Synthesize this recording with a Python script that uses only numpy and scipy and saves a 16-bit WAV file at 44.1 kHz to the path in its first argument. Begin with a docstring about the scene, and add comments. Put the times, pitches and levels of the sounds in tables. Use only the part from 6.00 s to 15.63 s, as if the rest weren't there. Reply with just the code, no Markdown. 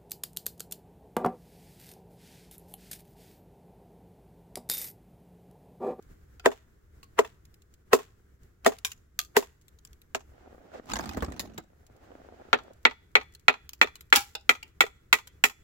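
"""Five hollow thuds: a billet with a hatchet stuck in it is slammed on frozen ground, then set down.
Its fibres crack, and a faint grainy tail follows each slam. A jacket rustles and a stick crunches out
of the snow, then clacks on the hatchet head ten times, driving the blade in until the wood rips open.
A log wall and the trees answer each blow; a small campfire flutters and ticks nearby."""
import sys
import numpy as np
from scipy import signal
from scipy.fft import rfft, irfft, next_fast_len
from scipy.io import wavfile
from scipy.ndimage import map_coordinates

SR = 44100
rng = np.random.default_rng(int(sys.argv[2]) if len(sys.argv) > 2 else 0)


def log_audio(samples):
    """Write samples as a 16-bit WAV file to the path given in sys.argv[1]."""
    # one column per channel
    frames = np.atleast_2d(samples).T
    # limit to full scale, then quantise
    limited = np.clip(frames, -1, 1)
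    pcm = np.round(limited * 32767).astype(np.int16)
    wavfile.write(sys.argv[1], SR, pcm)


N = 424683
T = np.arange(SR // 4) / SR  # time axis of one hit, in seconds
WOOD_LAG_S = .0001  # the billet reaches the left channel this much later


# The billet lands; the last row sets it down: start_s, thud_db, splinter_db, ring_hz
GROUND_HITS = [(0.4589, -16, -31.5, 1557), (1.1897, -16.5, -32.5, 954), (1.932, -14, -25, 1020),
               (2.6627, -16.5, -27, 2023), (3.3668, -17, -24, 1993), (4.148, -36.5, -35.5, 2480)]
# Hollow ring of the billet on the ground: pitch_hz, level_db, t60_s
BILLET_MODES = [(256, -14.5, 0.11), (410.5, 0, 0.09), (446.2, 2.5, 0.054), (537, -7, 0.022),
                (655.7, -3, 0.071), (770, -10, 0.011), (1004, -7, 0.034), (1300, -13, 0.069),
                (1654, -8.5, 0.011), (1850, -6.5, .035), (1946, -9, 0.023), (2610, -11.5, 0.054),
                (2780, -12.5, 0.031), (3530, -14, 0.059)]
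# Tone of the ground contact: freq_hz, gain_db
GROUND_EQ = [(60, -23), (150, -18.5), (400, 2), (1000, 5.5), (1900, -1.5), (3000, -10), (4500, -20.5),
             (8000, -24.5)]
def billet_slams():
    """The billet crushes the snow crust, then lands end first with a hollow thud."""
    hits = [(s, thud_db, -10.5 + .55 * thud_db, splinter_db, hz)  # the knock follows the thud
            for s, thud_db, splinter_db, hz in GROUND_HITS]
    out = blows(hits, BILLET_MODES, GROUND_EQ, lag_s=WOOD_LAG_S, spread_rad=0.45, crash_db=-4.0,
                contact_t60=0.018, scatter_db=-11, scatter_t60=0.09, thud_rise_s=0.0083,
                tear_db=-5.5, direct_share=0.98)
    for s, thud_db, *_ in GROUND_HITS[:-1]:
        crush = colour(noise(len(T)) * fade(0.032)[::-1], GROUND_EQ)  # swells into the hit
        add(out, s - T[-1], amp(thud_db - 15.5) * burst(crush))
    return out


# The stick hits the hatchet head: start_s, knock_db, ring_hz
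STICK_HITS = [(6.53, -17, 1664), (6.852, -13, 2350), (7.1535, -13, 2330), (7.482, -12, 2435),
              (7.814, -12.5, 2360), (8.126, -11, 2350), (8.493, -13.5, 2300), (8.8065, -14, 2320),
              (9.128, -14, 2310), (9.439, -15, 2420)]
# Stick, hatchet and billet ringing together: pitch_hz, level_db, t60_s
HATCHET_MODES = [(250, -19, 0.12), (442.5, -8, 0.081), (768.5, -7.5, 0.051), (902.4, -4, 0.039),
                 (1266, -11.5, 0.13), (1380, 1.5, .045), (1430, -1, 0.025), (1820, -6.5, 0.082),
                 (1948, 2, 0.079), (2150, -3, .04), (2318, -1.5, 0.028), (2651, -6, 0.053),
                 (2880, -7.5, 0.019), (3250, -3.5, 0.026), (3427, -4.5, .03), (4230, -8, .025),
                 (5010, -18, 0.011), (5930, -15.5, .025)]
# Tone of the stick's contact: freq_hz, gain_db
CLACK_EQ = [(60, -30.5), (150, -22), (280, -6), (600, -5.5), (1300, -1), (2200, 0), (3000, -3.5),
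            (4000, -4), (5000, -19), (8000, -44.5)]
def stick_knocks():
    """The stick on steel gives a hard, bright clack; the driven billet answers a moment later."""
    # each knock drives the blade deeper: less thud, more splintering
    hits = [(s, -25 - 1.02 * k, knock_db, -38.5 + 1.85 * k, hz)
            for k, (s, knock_db, hz) in enumerate(STICK_HITS)]
    clack = blows(hits, HATCHET_MODES, CLACK_EQ, lag_s=.00006, spread_rad=0.84, crash_db=-2.5,
                  contact_t60=.022, scatter_db=-12, scatter_t60=0.092, thud_rise_s=0.0049,
                  tear_db=-4.0, direct_share=.3)
    answer = echo(clack, delay_s=.01, smear_db=5.5, t60=0.035, level_db=-15.5,
                  eq=[(300, -1.5), (900, 0.5), (1500, -4), (2300, 1.5), (5000, -12.0)])
    return clack + answer


# Bright fizz of tearing fibres: freq_hz, gain_db
SPLINTER_EQ = [(800, -30), (2500, -2), (4500, -3), (6000, -3), (7600, 2.5), (8400, -13), (11000, -6.5),
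               (16000, -7)]
def blows(hits, modes, eq, lag_s, spread_rad, crash_db, contact_t60, scatter_db, scatter_t60,
          thud_rise_s, tear_db, direct_share):
    """Each blow: ringing modes, a short contact crash, scatter from nearby things, and fibres tearing."""
    out = np.zeros((2, N))
    for s, thud_db, knock_db, splinter_db, ring_hz in hits:
        contact = aimed_noise(len(T), direct_share) * fade(contact_t60)
        scatter = amp(scatter_db) * noise(len(T)) * fade(scatter_t60)
        crash = colour(contact + scatter, eq)
        body = unit(ring(modes, lag_s, spread_rad)) + amp(crash_db) * unit(crash)
        # the heavy wood takes a moment to get moving
        thud = band(body * (1 - np.exp(-T / thud_rise_s)), 680, 'low', order=4)
        # the point of contact favours one ring
        ring_eq = [(ring_hz / 1.25, 0), (ring_hz, 6), (ring_hz * 1.2, 0)]
        knock = colour(band(body, 770, 'high', order=4), ring_eq)
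        # the more wood tears, the longer it takes and the more fine fibres fizz
        crackle = unit(grainy(len(T), depth_db=3, size=64)) * fade(.21 * 2 ** (splinter_db / 19))
        tear = aimed_noise(len(T), direct_share) * fade(0.0027) + amp(tear_db) * crackle
        fizz_eq = [(7000, 0.006), (10000, 0.59 * min(splinter_db + 24.0, 0))]
        splinters = colour(colour(tear, SPLINTER_EQ), fizz_eq)
        for db, layer in (thud_db, thud), (knock_db, knock), (splinter_db, splinters):
            add(out, s, amp(db) * burst(layer))
    return out


def ring(modes, lag_s, spread_rad):
    """Damped modes, struck afresh each time; left and right drift out of phase as reflections join."""
    out = np.zeros((2, len(T)))
    for hz, db, t60 in modes:
        strength, detune, phase, skew = rng.standard_normal(4)
        apart = np.pi * hz * lag_s + spread_rad * np.sign(skew) * (min(hz / 1500, 1) + T / 0.011)
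        angle = 2 * np.pi * hz * (1 + 0.011 * detune) * T + phase
        # high modes speak loudest while the two pieces are still in contact
        decay = fade(t60) + 0.89 * min(hz / 1800, 1) * np.exp(-(T / 0.0072) ** 2)
        out += amp(db + 2.0 * strength) * decay * np.sin(angle + np.array([-apart, apart]))
    return out * (1 - np.exp(-T / 0.00011))


# Wood fibres and twigs snap: start_s, body_db, snap_db
SNAPS = [(0.3965, -51.5, -60), (1.03, -54, -57.5), (2.6466, -44, -46), (2.7855, -66, -53),
         (2.8484, -37.5, -27.5), (2.9173, -55, -42.5), (3.1905, -39.5, -26.5), (3.85, -67, -51.5),
         (5.395, -43, -32.5), (5.578, -44.5, -45), (7.3497, -67, -52), (7.6924, -59.5, -44),
         (7.7332, -60, -45.5), (7.9554, -57, -49.5), (8.0083, -67.5, -50.5), (8.1528, -27, -29.5),
         (8.1592, -23, -17.5), (8.166, -27, -25), (8.3512, -35, -44), (8.6278, -43.5, -48),
         (9.2726, -56, -51)]
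# Woody body under a snap: freq_hz, gain_db
SNAP_BODY_EQ = [(150, -23), (500, -11), (900, -1.5), (1800, -1.5), (3000, -1), (5000, -9.5), (9000, -41.5)]
def fibre_cracks():
    """Fibres let go with a dry snap that also sounds the wood."""
    out = np.zeros((2, N))
    for s, body_db, snap_db in SNAPS + strain_ticks():
        # the harder the snap, the longer the fibres go on tearing
        tearing = fade(0.23 * 2 ** (snap_db / 23))
        body = noise(len(T)) * (fade(0.015) + 0.41 * tearing + .1 * fade(0.21))
        body = colour(body, ripple(SNAP_BODY_EQ, depth_db=7.5))
        snap = grainy(len(T), depth_db=4.5) * (fade(0.021) + 0.5 * tearing)
        snap = colour(snap, ripple(SPLINTER_EQ, depth_db=4.5))
        add(out, s, amp(body_db) * burst(body) + amp(snap_db) * burst(snap))
    return out


# The hatchet is worked in the billet: start_s, end_s, ticks_per_s, level_db
STRAIN_SPANS = [(1.429, 1.62, 13, -63.5), (3.68, 4.02, 12, -61)]
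def strain_ticks():
    """Strained fibres tick unevenly; returns rows of start_s, body_db, snap_db."""
    ticks = []
    for start_s, end_s, rate, db in STRAIN_SPANS:
        for s in np.arange(start_s, end_s, 1 / rate):
            snap_db = db + 1.5 * rng.standard_normal()
            ticks.append((s + .5 * rng.random() / rate, snap_db - 19.5, snap_db))
    return ticks


def billet_split(start_s=8.135, level_db=-32, t60=0.34):
    """The billet rips open along its grain."""
    out = np.zeros((2, N))
    rip = colour(grainy(len(T), depth_db=4, size=64) * fade(t60), SPLINTER_EQ)
    add(out, start_s, amp(level_db) * burst(rip))
    return out


# The billet drops back after a hard knock: start_s, level_db
KNOCK_HOPS = [(7.498, -32.5), (7.842, -35.5), (8.836, -32)]
def rebounds(flight_s=.057):
    """The billet hops and lands again softly, after every ground hit and three of the knocks."""
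    out = np.zeros((2, N))
    ground_hops = [(s + flight_s, thud_db - 27.5) for s, thud_db, *_ in GROUND_HITS]
    for s, db in KNOCK_HOPS + ground_hops:
        landing = ring(BILLET_MODES, WOOD_LAG_S, spread_rad=0.63) * (1 - np.exp(-T / 0.0027))
        add(out, s, amp(db) * burst(landing))
    return out


def steel_ring(pitch_hz=3420, t60=0.56):
    """The hatchet head sings on, thin and faint, after each knock."""
    out = np.zeros((2, N))
    for s, knock_db, _ in STICK_HITS:
        tone = fade(t60) * np.sin(2 * np.pi * pitch_hz * T + rng.uniform(0, 2 * np.pi, (2, 1)))
        add(out, s, amp(knock_db - 44) * burst(tone))
    return out


# Bright tone of the tail after a ground hit: freq_hz, gain_db
TAIL_EQ = [(400, -14.5), (1000, -2), (2000, 1), (3200, -1), (5000, -8.5), (7500, -5.5), (9000, -17),
           (16000, -13.5)]
def slam_scatter(delay_s=0.056):
    """A faint, grainy, bright tail follows each ground hit."""
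    out = np.zeros((2, N))
    for s, thud_db, *_ in GROUND_HITS:
        tail = colour(grainy(len(T), depth_db=4.5, size=96) * fade(0.25), TAIL_EQ)
        add(out, s + delay_s, amp(thud_db - 34.5) * burst(tail))
    return out


# Soft contacts with the snow: start_s, low_db, body_db
SNOW_BUMPS = [(4.994, -47, -34), (5.171, -32, -34.5), (5.223, -30, -31), (5.283, -35.5, -46),
              (5.396, -50, -45), (5.581, -46, -42), (8.166, -39.5, -52)]
# Low weight of the ground: freq_hz, gain_db
RUMBLE_EQ = [(25, -20.5), (70, 3), (130, -7.5), (230, 1), (400, -11), (900, -33.5), (3000, -61.5)]
# Padded midrange of a bump: freq_hz, gain_db
BUMP_EQ = [(120, -24.5), (350, 3), (700, -2.5), (1300, -3.5), (3000, -23.5), (7500, -23.5), (9000, -32.5),
           (16000, -28)]
def snow_bumps():
    """Wood, knees and hands bump on the snow; the softer the bump, the duller it is."""
    out = np.zeros((2, N))
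    for s, low_db, body_db in SNOW_BUMPS:
        low = colour(noise(len(T)) * fade(0.06), RUMBLE_EQ)
        body = colour(noise(len(T)) * fade(0.075), ripple(BUMP_EQ, depth_db=2.5))
        body = colour(body, [(1500, 0.0011), (6000, .5 * min(body_db + 28.5, 0))])
        add(out, s, amp(low_db) * burst(low) + amp(body_db) * burst(body))
    return out


# Crunch of breaking snow crust: freq_hz, gain_db
CRUST_EQ = [(180, -35), (300, -2), (478, -14), (801, 3.5), (915, -3), (1210, -2.5), (1720, -7.5),
            (3800, -14), (7440, -17.5), (9090, -28.5), (16000, -26)]
def stick_drag(start_s=4.915, length_s=.68, attack_s=0.082, release_s=0.13, lumps=36):
    """The stick scrapes through crusty snow: it bites at once, then eases as it comes free."""
    stroke = start_s, length_s, attack_s, release_s
    crunch_gain = swell(*stroke, level_db=-37.5, sag_db_per_s=47)
    rumble_gain = swell(*stroke, level_db=-39.5, sag_db_per_s=17.5)
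    grit = grainy(N, depth_db=3.5, size=96) * amp(6.1 * wobble(70))
    out = 0.66 * crunch_gain * unit(colour(grit, CRUST_EQ))
    for s in np.linspace(start_s, start_s + length_s, lumps) + rng.normal(0, .004, lumps):
        # every lump of crust breaks with its own pitch
        lump = colour(noise(len(T)) * fade(0.032), ripple(CRUST_EQ, depth_db=6.0))
        add(out, s, crunch_gain[round(s * SR)] * amp(-1.0 + 5.9 * rng.standard_normal()) * burst(lump))
    rumble = unit(colour(noise(N) * amp(1.7 * wobble(30)), RUMBLE_EQ))
    return out + rumble_gain * rumble


# Arm moves that stir the jacket: start_s, length_s, level_db
ARM_MOVES = [(4.398, 0.35, -57), (4.742, 0.047, -45), (4.944, 0.56, -54.5), (6.048, 0.63, -54.5)]
# Tone of the cloth: freq_hz, gain_db
CLOTH_EQ = [(100, -20), (250, 4.5), (500, 4), (750, 4), (1000, -8), (1400, -5), (2500, -14.5),
            (4000, -20.5), (7500, -25), (9000, -37)]
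def jacket_rustle():
    """Folds flutter in the low band while the weave slides evenly above them."""
    cloth = colour(noise(N), CLOTH_EQ)
    folds = unit(band(cloth, 950, 'low') * amp(5 * wobble(90)))
    weave = unit(band(cloth, 1100, 'high') * amp(1.6 * wobble(23)))
    motion = sum(swell(s, length, 0.66 * length, 0.57 * length, db) for s, length, db in ARM_MOVES)
    return motion * (amp(-3.5) * folds + amp(-11) * weave) + jacket_flaps(motion)


def jacket_flaps(motion, folds=8, flips_per_s=22):
    """Stiff folds flip over at random while the jacket moves, each with its own tone."""
    out = np.zeros((2, N))
    for _ in range(folds):
        flips = (rng.random(N) < flips_per_s / folds / SR) * amp(-1 + 4 * rng.standard_normal(N))
        flap = burst(colour(noise(len(T)) * fade(0.013), ripple(CLOTH_EQ, depth_db=1)))
        flap = band(flap, 1500, 'low', order=2)
        out += signal.oaconvolve((motion * flips)[None], flap, axes=1)[:, :N]
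    return out


def camp_echoes(wood):
    """A faint early reflection, a slap off the log wall and a long wash from the trees."""
    near = echo(wood, delay_s=.046, smear_db=-5.5, t60=.03, level_db=-36.5,
                eq=[(300, -1.5), (2000, -4), (6000, 5.0)])
    wall = echo(wood, delay_s=.058, smear_db=-5, t60=.085, level_db=-28.5,
                eq=[(230, -12.5), (450, -4), (1000, 3), (2000, -6), (6000, 1.0), (15000, -1.0)])
    trees = echo(wood, delay_s=.08, smear_db=9, t60=0.57, level_db=-53.5,
                 eq=[(300, -11.5), (1000, 0), (3000, 0), (7000, 5.5), (15000, 0)])
    return near + wall + trees


def echo(x, delay_s, smear_db, t60, level_db, eq):
    """A reflection from a rough surface: one clear return and a smear."""
    response = amp(smear_db) * unit(noise(len(T)) * fade(t60)) / np.sqrt(len(T))
    response[:, 0] += 1
    back = colour(signal.fftconvolve(x, response, axes=1)[:, :N], eq)
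    return amp(level_db) * np.pad(back, ((0, 0), (round(delay_s * SR), 0)))[:, :N]


# Low bed of flames and still air: freq_hz, gain_db
FLAME_EQ = [(20, -10), (45, -5.5), (70, 0.5), (140, -12), (260, -19.5), (410, -17.5), (560, -28.5),
            (900, -34.5), (1440, -27.5), (2100, -33.5), (2500, -40), (4500, -43.5), (7500, -40.5),
            (8600, -47), (16000, -42.5)]
def campfire(bed_db=-60, settle_s=0.99, flutter_db=2.1, ticks_per_s=3, tick_db=-69.5):
    """Flames flare at first, then settle to a flutter; embers tick now and then."""
    flare_db = 3.5 * np.exp(-np.arange(N) / SR / settle_s)
    flames = amp(bed_db + flare_db + flutter_db * wobble(26)) * unit(colour(noise(N), FLAME_EQ, 8192))
    pops = (rng.random(N) < ticks_per_s / SR) * amp(3.4 * rng.standard_normal(N))
    tick = burst(colour(noise(len(T)) * fade(0.036), SPLINTER_EQ))
    return flames + amp(tick_db) * signal.fftconvolve(pops[None], tick, axes=1)[:, :N]


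# Stereo image of the noise: freq_hz, left_right_correlation
STEREO_LIKENESS = [(50, 0.98), (150, 0.9), (300, 0.44), (600, 0.063), (2000, 0), (10000, 0)]
def noise(count):
    """White stereo noise, centred in the bass and wide in the treble."""
    m = next_fast_len(count)
    width = np.arccos(np.clip(along(STEREO_LIKENESS, np.fft.rfftfreq(m, 1 / SR)), -1, 1)) / 2
    mid, side = irfft(rfft(rng.standard_normal((2, m))) * [np.cos(width), np.sin(width)], m)[:, :count]
    return np.array([mid + side, mid - side])


def aimed_noise(count, share):
    """White noise, this share of its power straight from the billet and the rest from all around."""
    m = next_fast_len(count)
    shift = np.exp(1j * np.pi * WOOD_LAG_S * np.fft.rfftfreq(m, 1 / SR))
    direct = irfft(rfft(rng.standard_normal(m)) * [1 / shift, shift], m)[:, :count]
    return np.sqrt(share) * direct + np.sqrt(1 - share) * noise(count)


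def grainy(count, depth_db, size=48):
    """Noise broken into grains of random level, each size samples long."""
    levels = np.clip(rng.standard_normal(count // size + 1), -3, 2.5)
    return noise(count) * np.repeat(amp(depth_db * levels), size)[:count]


def wobble(rate_hz):
    """A random curve that glides between rate_hz points a second."""
    knots = rng.standard_normal(int(N * rate_hz / SR) + 4)
    return map_coordinates(knots, [np.arange(N) * rate_hz / SR], order=1)


def swell(start_s, length_s, attack_s, release_s, level_db, sag_db_per_s=0):
    """Envelope: up 30 dB per attack_s until start_s, a sagging hold, down 30 dB per release_s."""
    t = np.arange(N) / SR - start_s
    outside = np.maximum(-t / attack_s, 0) + np.maximum((t - length_s) / release_s, 0)
    return amp(level_db - sag_db_per_s * np.clip(t, 0, length_s) - 30 * outside)


def fade(t60):
    """A decay of 60 dB in t60 seconds."""
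    return np.exp(-np.log(1000) * T / max(t60, 1e-3))


def ripple(eq, depth_db, count=40):
    """An EQ curve with chance peaks: every piece has its own resonances."""
    hz = np.geomspace(eq[0][0], eq[-1][0], count)
    return np.transpose([hz, along(eq, hz) + depth_db * rng.standard_normal(count)])


def colour(x, eq, size=2048):
    """Minimum-phase EQ through (freq_hz, gain_db) points."""
    cepstrum = irfft(np.log(amp(along(eq, np.fft.rfftfreq(size, 1 / SR)))))
    cepstrum[1:size // 2] *= 2
    cepstrum[size // 2 + 1:] = 0
    return signal.fftconvolve(x, irfft(np.exp(rfft(cepstrum)))[None], axes=1)[:, :x.shape[1]]


def band(x, hz, kind, order=3):
    """Causal low-pass or high-pass."""
    return signal.sosfilt(signal.butter(order, hz, kind, fs=SR, output='sos'), x)


def along(points, hz):
    """Read a (freq_hz, value) curve on a log frequency axis."""
    freqs, values = np.transpose(points)
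    return np.interp(np.log(hz + 1), np.log(freqs), values)


def amp(db):
    """Decibels to gain."""
    return 10 ** (np.asarray(db) / 20)


def unit(x):
    """Scale to rms 1."""
    return x / np.sqrt(np.mean(x ** 2) + 1e-20)


def burst(x):
    """Scale a short sound to the energy of rms 1 over 20 ms."""
    return unit(x) * np.sqrt(.02 * SR / x.shape[-1])


def add(track, s, x):
    """Mix x into the track at s seconds."""
    i = round(s * SR)
    track[:, i:i + x.shape[1]] += x[:, :N - i]


def scene():
    """The woodwork with its echoes, the reach for the stick a little to the right, and the fire."""
    wood = billet_slams() + slam_scatter() + stick_knocks() + steel_ring()
    wood += rebounds() + billet_split() + fibre_cracks()
    echoes = camp_echoes(wood)
    reach = stick_drag() + jacket_rustle() + snow_bumps()
    return wood + echoes + reach * amp([[-0.93], [0.93]]) + campfire()


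def record(dry, top_hz=16100):
    """Peaks round off near full scale; the treble rolls off steeply around top_hz."""
    rounded = dry / (1 + np.abs(dry) ** 6) ** (1 / 6)
    m = next_fast_len(N + SR // 2)
    passband = np.clip((top_hz - np.fft.rfftfreq(m, 1 / SR)) / 900 + .5, 0, 1)
    return irfft(rfft(rounded, m) * np.sin(np.pi / 2 * passband) ** 2, m)[:, :N]


dry = scene()
out = record(dry)
log_audio(out)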